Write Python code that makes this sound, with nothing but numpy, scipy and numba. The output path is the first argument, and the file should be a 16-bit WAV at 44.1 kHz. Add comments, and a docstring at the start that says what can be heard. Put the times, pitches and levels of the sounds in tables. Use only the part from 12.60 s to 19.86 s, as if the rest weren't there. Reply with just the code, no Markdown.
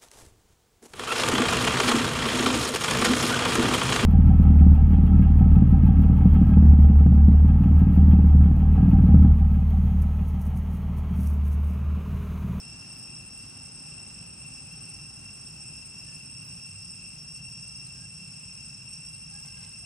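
"""A park: cicadas drone in its trees, each buckling its ribs some 270 times a second and ringing near 2.7, 5.5, 8.2 kHz.
Near singers are stacks of multiples of that rate; the crowd behind them is coloured noise, as are the distant traffic
and a fading whirr. A small bird chips in falling sine sweeps and far hoots sound as sines with an octave.
Twigs tick and bark scrapes in short bursts of noise. All is heard on a close microphone pair, left and right."""
import sys
import numpy as np
from numba import njit
from scipy import signal
from scipy.fft import rfft, irfft, next_fast_len
from scipy.io import wavfile
from scipy.ndimage import uniform_filter1d

SR = 44100
rng = np.random.default_rng(int(sys.argv[2]) if len(sys.argv) > 2 else 0)


def generate_wav(sig):
    """Save sig (samples, or channels by samples) to the path in sys.argv[1] as 16-bit PCM at SR."""
    pcm = np.round(np.clip(np.atleast_2d(sig).T, -1, 1) * 32767).astype(np.int16)
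    wavfile.write(sys.argv[1], SR, pcm)


N = 320077
T = np.arange(N) / SR  # s


def undb(db):
    """Decibels to an amplitude factor."""
    return np.exp(np.asarray(db) * np.log(10) / 20)


def walk(rate, size=8):
    """Random levels held 1 / rate s and slewed twice, in steps of a few samples; spread near 1."""
    k = int(SR / rate / size)
    held = np.repeat(rng.standard_normal(N // (k * size) + 1), k)
    slewed = uniform_filter1d(uniform_filter1d(held, k), k)
    return np.repeat(1.3 * slewed, size)[:N]


def noise(spectrum, ports):
    """Coloured noise of rms 1 at two ports that share part of it, the right one late."""
    size = next_fast_len(N)
    hz = np.arange(1, size // 2 + 2) * SR / size
    log_hz = np.log(hz)
    point_hz, db = np.transpose(spectrum)
    colour = undb(np.interp(log_hz, np.log(point_hz), db, left=-120, right=-120))
    point_hz, *columns = np.transpose(ports)
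    alike, lag_us, pan_db = (np.interp(log_hz, np.log(point_hz), c) for c in columns)
    alike = np.clip(alike, 0, 1)
    left, other = rfft(rng.standard_normal((2, size)))
    late = left * np.exp(-2j * np.pi * hz * lag_us / 1e6)
    right = alike * late + np.sqrt(1 - alike ** 2) * other
    tilt = undb(pan_db / 2)
    pair = irfft(np.array([left * tilt, right / tilt]) * colour, size)[:, :N]
    return pair / pair.std()


@njit(fastmath=True)
def partials(turn, gains, swell, band):
    """Multiples of one turning phase, each with its own size and phase at the two ports."""
    out = np.zeros((2, len(turn)))
    for start in range(0, len(turn), 256):
        step = turn[start:start + 256]
        z = np.ones(len(step), np.complex128)
        for k in range(gains.shape[1]):
            z *= step
            if band[k] >= 0:  # -1 marks a silent multiple
                for i in range(len(z)):
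                    level = swell[band[k], start + i]
                    out[0, start + i] += (gains[0, k] * z[i]).imag * level
                    out[1, start + i] += (gains[1, k] * z[i]).imag * level
    return out


# Colour of the far traffic. Each row: frequency in Hz, relative level in dB per Hz.
TRAFFIC_COLOUR = [(15, -19), (25, -30), (48, -4.5), (72, -3.5), (88, -9.5), (101, 2.5), (113, -4.5),
                  (127, 3), (138, -1.5), (149, 3.5), (163, 0.5), (170, -5), (179, 0.5), (192, -10),
                  (205, -9.5), (250, -15), (330, -48)]


def traffic(level_db=-50.5):
    """Distant traffic blurs into a low rumble of coloured noise, nearly alike at both ports."""
    ports = [(30, 0.96, 0, -1.2), (156, 1.0, 74, -1.06)]  # columns as in WHIRR_PORTS
    return noise(TRAFFIC_COLOUR, ports) * undb(level_db + .5 * walk(3.94))


# Colour of the whirr. Each row: frequency in Hz, relative level in dB per Hz.
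WHIRR_COLOUR = [(150, -32), (200, 3), (250, 0.5), (350, -6.5), (366, -4), (380, -8), (450, -12),
                (680, -12.5), (760, -10.5), (800, -7.5), (860, -12), (1400, -11), (2000, -16),
                (3500, -17.5), (4200, -17), (6000, -24.5)]
# How the whirr reaches the two ports. Each row: frequency in Hz, share alike from 0 to 1,
# lag of the right port in microseconds, left minus right in dB.
WHIRR_PORTS = [(260, 0.88, 64, 3.8), (420, 0.52, 110, 0.92), (1500, 0.76, 35, 2.6), (3800, 0.3, 28, 2)]


def whirr(near_db=-54, far_db=-64.5, fade_s=5.34, treble_db=-3, treble_db_per_s=0.57):
    """Coloured noise from the left recedes; what lies above 600 Hz fades more slowly."""
    level_db = far_db + (near_db - far_db) * np.exp(-T / fade_s)
    sound = noise(WHIRR_COLOUR, WHIRR_PORTS)
    treble = signal.sosfilt(signal.butter(2, 600, "high", fs=SR, output="sos"), sound)
    sound = sound + (undb(treble_db + treble_db_per_s * T) - 1) * treble
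    return sound * undb(level_db + .6 * walk(5))


# Far hoots. Each row: start in seconds, length in seconds, middle pitch in Hz before the waver,
# level in dB before the fading, octave above in dB relative to the note.
HOOTS = [(.95, .5, 800, -75, -20), (1.83, .9, 800, -72, -20), (2.96, .18, 790, -73, -20),
         (3.45, .17, 890, -83, 10), (5.335, .13, 828, -78, 11), (6.7, .09, 810, -69.5, -14),
         (6.73, .11, 830, -75.5, 11), (6.79, .04, 870, -66, -20), (6.85, .07, 800, -70, -8),
         (6.93, .06, 1010, -67, -20), (6.975, .065, 810, -68.5, -1), (7.035, .075, 805, -69, -20),
         (7.22, .04, 700, -68, -20)]


def hoots(rise=.025):
    """Soft, slightly wavering notes with an octave, from the left; they climb as they sound."""
    out, waver, fade = 0, walk(14), undb(3.5 * walk(25))
    for start, length, hz, db, octave_db in HOOTS:
        shape = np.clip(np.minimum(2 * (T - start), start + length - T) / .02, 0, 1)
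        # a short note climbs by the full share of its pitch; one over .15 s holds steadier
        climb = rise * min(.15 / length, 1) * np.clip((T - start) / length - .5, -1, 1)
        phase = 2 * np.pi * hz * np.cumsum(1 + .011 * waver + climb) / SR
        out = out + undb(db) * shape * (np.sin(phase) + undb(octave_db) * np.sin(2 * phase))
    return out * fade * undb([[2], [-2]])


# Twig ticks. Each row: start in seconds, starting level of the noise in dB.
TICKS = [(6.860, -43), (6.864, -55), (6.9, -57), (6.946, -52), (6.963, -56), (6.981, -56), (7.047, -40),
         (7.051, -51), (7.058, -57), (7.21, -56)]


def twigs(decay_s=.0015):
    """Twigs tick as a small monkey pushes off: bright noise starts at once and dies in milliseconds."""
    colour = [(2500, -20), (4000, -11), (5500, -9), (6400, 0), (9500, -2), (10300, -18)]
    ticks = sum(undb(db) * (T >= s) * np.exp(-np.abs(T - s) / decay_s) for s, db in TICKS)
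    return noise(colour, [(6000, .8, 0, 0)]) * ticks


# Bark under a foot. Each row: middle in seconds, length in seconds, level in dB before the roughness.
SCRAPES = [(6.851, .008, -61), (6.862, .03, -67), (6.97, .6, -70), (6.972, .03, -65), (7.03, .04, -60.5),
           (7.05, .012, -70), (7.078, .02, -69)]


def bark():
    """Bark scrapes under the monkey's foot: rough noise with two resonant peaks swells and falls."""
    colour = [(400, -5), (500, -5), (700, -9), (1000, -4), (1450, -12), (1590, 5), (1720, -11),
              (1980, -10), (2110, 4), (2250, -10), (4500, -10), (5200, -20)]
    scrapes = sum(undb(db) * np.exp(-(2 * (T - s) / length) ** 2) for s, length, db in SCRAPES)
    return noise(colour, [(1500, .7, 0, 3)]) * scrapes * undb(3 * walk(250))


# Bird chips. Each row: start in seconds, level in dB before the huskiness and echo.
CHIPS = [(1.4785, -60), (1.9096, -61), (2.0994, -63), (2.341, -62), (2.4184, -63), (2.596, -59),
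         (2.7985, -60), (3.21, -63), (3.273, -60), (3.52, -61), (3.6471, -58), (3.793, -62), (3.8921, -62),
         (4.214, -58), (4.3894, -59), (4.577, -57), (4.7596, -56), (4.909, -58), (5.0679, -56),
         (5.2475, -56), (6.331, -57), (6.5345, -58), (6.7087, -57), (6.8683, -59), (7.1038, -58)]


def bird(high_hz=6750, low_hz=3900, length_s=0.022, echo_db=1.5):
    """Each chip is a quick, husky falling whistle, smeared by the trees."""
    out = np.zeros(N)
    u = np.arange(int(length_s * SR)) / (length_s * SR)
    for start, db in CHIPS:
        bend = 1 + 0.031 * rng.standard_normal()
        hz = (high_hz + (low_hz - high_hz) * u) * bend
        shape = undb(db - 9 * (u - .3)) * np.sin(np.pi * u) ** .25
        out[int(start * SR):][:len(u)] += shape * np.sin(2 * np.pi * np.cumsum(hz) / SR)
    out = out * undb(2 * walk(400))  # husky
    t = T[:SR // 10]
    tails = rng.standard_normal((2, len(t))) * np.exp(-t / .015)
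    tails = tails / np.sqrt(np.sum(tails[0] ** 2))
    return out + undb(echo_db) * signal.fftconvolve(out[None], tails, axes=1)[:, :N]


def shrill_insect(hz=12090, width_hz=45, level_db=-78):
    """Another, smaller insect: a narrow, fluttering band of noise at the top."""
    colour = [(hz - 4 * width_hz, -24), (hz, 0), (hz + 2 * width_hz, -28)]
    return noise(colour, [(hz, .7, 50, -.7)]) * undb(level_db + 4.9 * walk(11))


# Colour of the crowd further off, blurred and a little flat. Each row: frequency in Hz, relative level in dB per Hz.
CROWD_COLOUR = [(2000, -28), (2380, -18), (2460, -14), (2680, 0), (2750, -8), (2790, -11.5), (3100, -21),
                (3400, -27), (3950, -33), (4200, -27), (4290, -21), (4400, -24.5), (4800, -18), (5000, -12),
                (5090, -7), (5160, 0), (5330, 0), (5420, 3), (5530, -5), (5850, -14), (6300, -15.5),
                (6900, -19.5), (7500, -15.5), (7620, -10), (7900, -2.5), (8020, -3.5), (8120, 0),
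                (8250, -5.5), (8550, -11), (8900, -15), (9500, -19), (10800, -21), (11000, -27),
                (11300, -37), (11700, -43), (12300, -48)]
# How the crowd reaches the two ports. Each row: frequency in Hz, share alike from 0 to 1,
# lag of the right port in microseconds, left minus right in dB.
CROWD_PORTS = [(2700, .45, 35, 2), (3900, .1, 20, .5), (5150, .45, 29, 0), (5500, .35, 29, 0),
               (6300, .12, 20, 0), (7000, .1, 30, 0), (7800, .55, 49, -.3), (8300, .55, 48, -.3),
               (10000, .3, 50, .4)]


def cicada_crowd(level_db=-48.5, group_hz=650, patchy_db=1.87):
    """Many far singers blur into noise; groups at different pitches each swell and fade alone."""
    spectrum = rfft(noise(CROWD_COLOUR, CROWD_PORTS))
    hz = np.arange(N // 2 + 1) * SR / N
    crowd = 0
    for centre in np.arange(2, 21) * group_hz:
        window = np.clip(1 - np.abs(hz - centre) / group_hz, 0, 1)  # overlaps its neighbours
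        crowd = crowd + irfft(spectrum * window, N) * undb(patchy_db * walk(8))
    return crowd * undb(level_db + .8 * walk(9))


# Near singers. Each row: buckling rate in Hz, its quick wander in %, level in dB relative to the song,
# treble loss in dB per kHz, lag of the right port in microseconds before the band's share.
CICADAS = [(274.6, .2, 1, 2.2, 5), (273.8, .07, 1, .75, 55), (273.1, .05, -1, 0, 45),
           (272.8, .06, -3.5, 0, 38), (272.1, .07, 2.5, .7, 42), (271.3, .05, -4.5, 0, 36),
           (270.7, .14, 3.5, 1.5, 45), (270.0, .18, 3, 1.8, 35), (269.0, .22, 3, 2.3, 15),
           (268.0, .28, 0, 2.3, 20)]
# Their song. Each row: multiple of the buckling rate, level in dB before the singer's own level and loss.
SONG = [(8, -99), (9, -89.5), (10, -62), (11, -85.5), (12, -82.5), (18, -75.5), (20, -53), (21, -76),
        (22, -70), (24, -74.5), (26, -97), (28, -70.5), (30, -51), (32, -67.5), (34, -72), (38, -100),
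        (40, -70)]
# The one swell of the near singers. Each row: time in seconds, level in dB before the band's share.
SWELL = [(0, -2.5), (3, -2.5), (4.9, 0.5), (6.2, -1), (7.26, -1.5)]
# How far each band follows the swell. Entries for the low, middle and high band: share from 0 to 1.
SWELL_SHARE = np.array([.8, .9, .1])
# The recorder's body shades the right port in the low band. Entries low, middle, high: left minus right in dB.
BAND_PAN_DB = np.array([6.5, -.2, -.8])
# The middle band bends round that body and lags less. Entries low, middle, high: share of the lag.
BAND_LAG_SHARE = np.array([1, .72, 1])


def near_cicadas(flutter_db=3.5, effort_db=2.6, drift_percent=.09):
    """Neighbours a fraction of a percent apart beat; leaves make every band of a singer flutter alone."""
    swell_db = np.outer(SWELL_SHARE, np.interp(T, *np.transpose(SWELL)))
    k, song_db = np.transpose(SONG)
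    k = np.round(k)
    place = k.astype(int) - 1
    band_of = np.clip(np.round(k / 10) - 1, 0, 2).astype(int)
    band = np.full(place.max() + 1, -1)
    band[place] = band_of
    tilt = undb(BAND_PAN_DB[band_of] / 2)
    out = 0
    for hz, wander, db, loss_db, lag_us in CICADAS:
        # the rate also roams over a third of a second, the effort over a fifth
        roam_percent = wander * walk(20) + drift_percent * walk(3)
        turn = np.exp(2j * np.pi * np.cumsum(hz * (1 + roam_percent / 100)) / SR)
        start_phase = np.exp(2j * np.pi * rng.random(len(k)))
        size = undb(db + song_db - loss_db * k * hz / 1000) * start_phase
        lag = 2 * np.pi * k * hz * lag_us * BAND_LAG_SHARE[band_of] / 1e6
        lag = lag + .65 * rng.standard_normal(len(k))  # echoes off the trunks scatter the phase
        gains = np.zeros((2, len(band)), complex)
        gains[:, place] = size * tilt, size / tilt * np.exp(-1j * lag)
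        effort = effort_db * walk(4.965)
        flutter = flutter_db * np.array([walk(40) for _ in swell_db])
        out = out + partials(turn, gains, undb(swell_db + effort + flutter), band)
    return out


def scene():
    """All the sources of the park together."""
    insects = near_cicadas() + cicada_crowd() + shrill_insect()
    distance = traffic() + whirr()
    return insects + distance + bird() + hoots() + twigs() + bark()


def record(dry):
    """The recorder cuts the top, steeply above 12.25 kHz."""
    return signal.sosfilt(signal.ellip(8, .2, 70, 12250, fs=SR, output="sos"), dry)


dry = scene()
out = record(dry)
generate_wav(out)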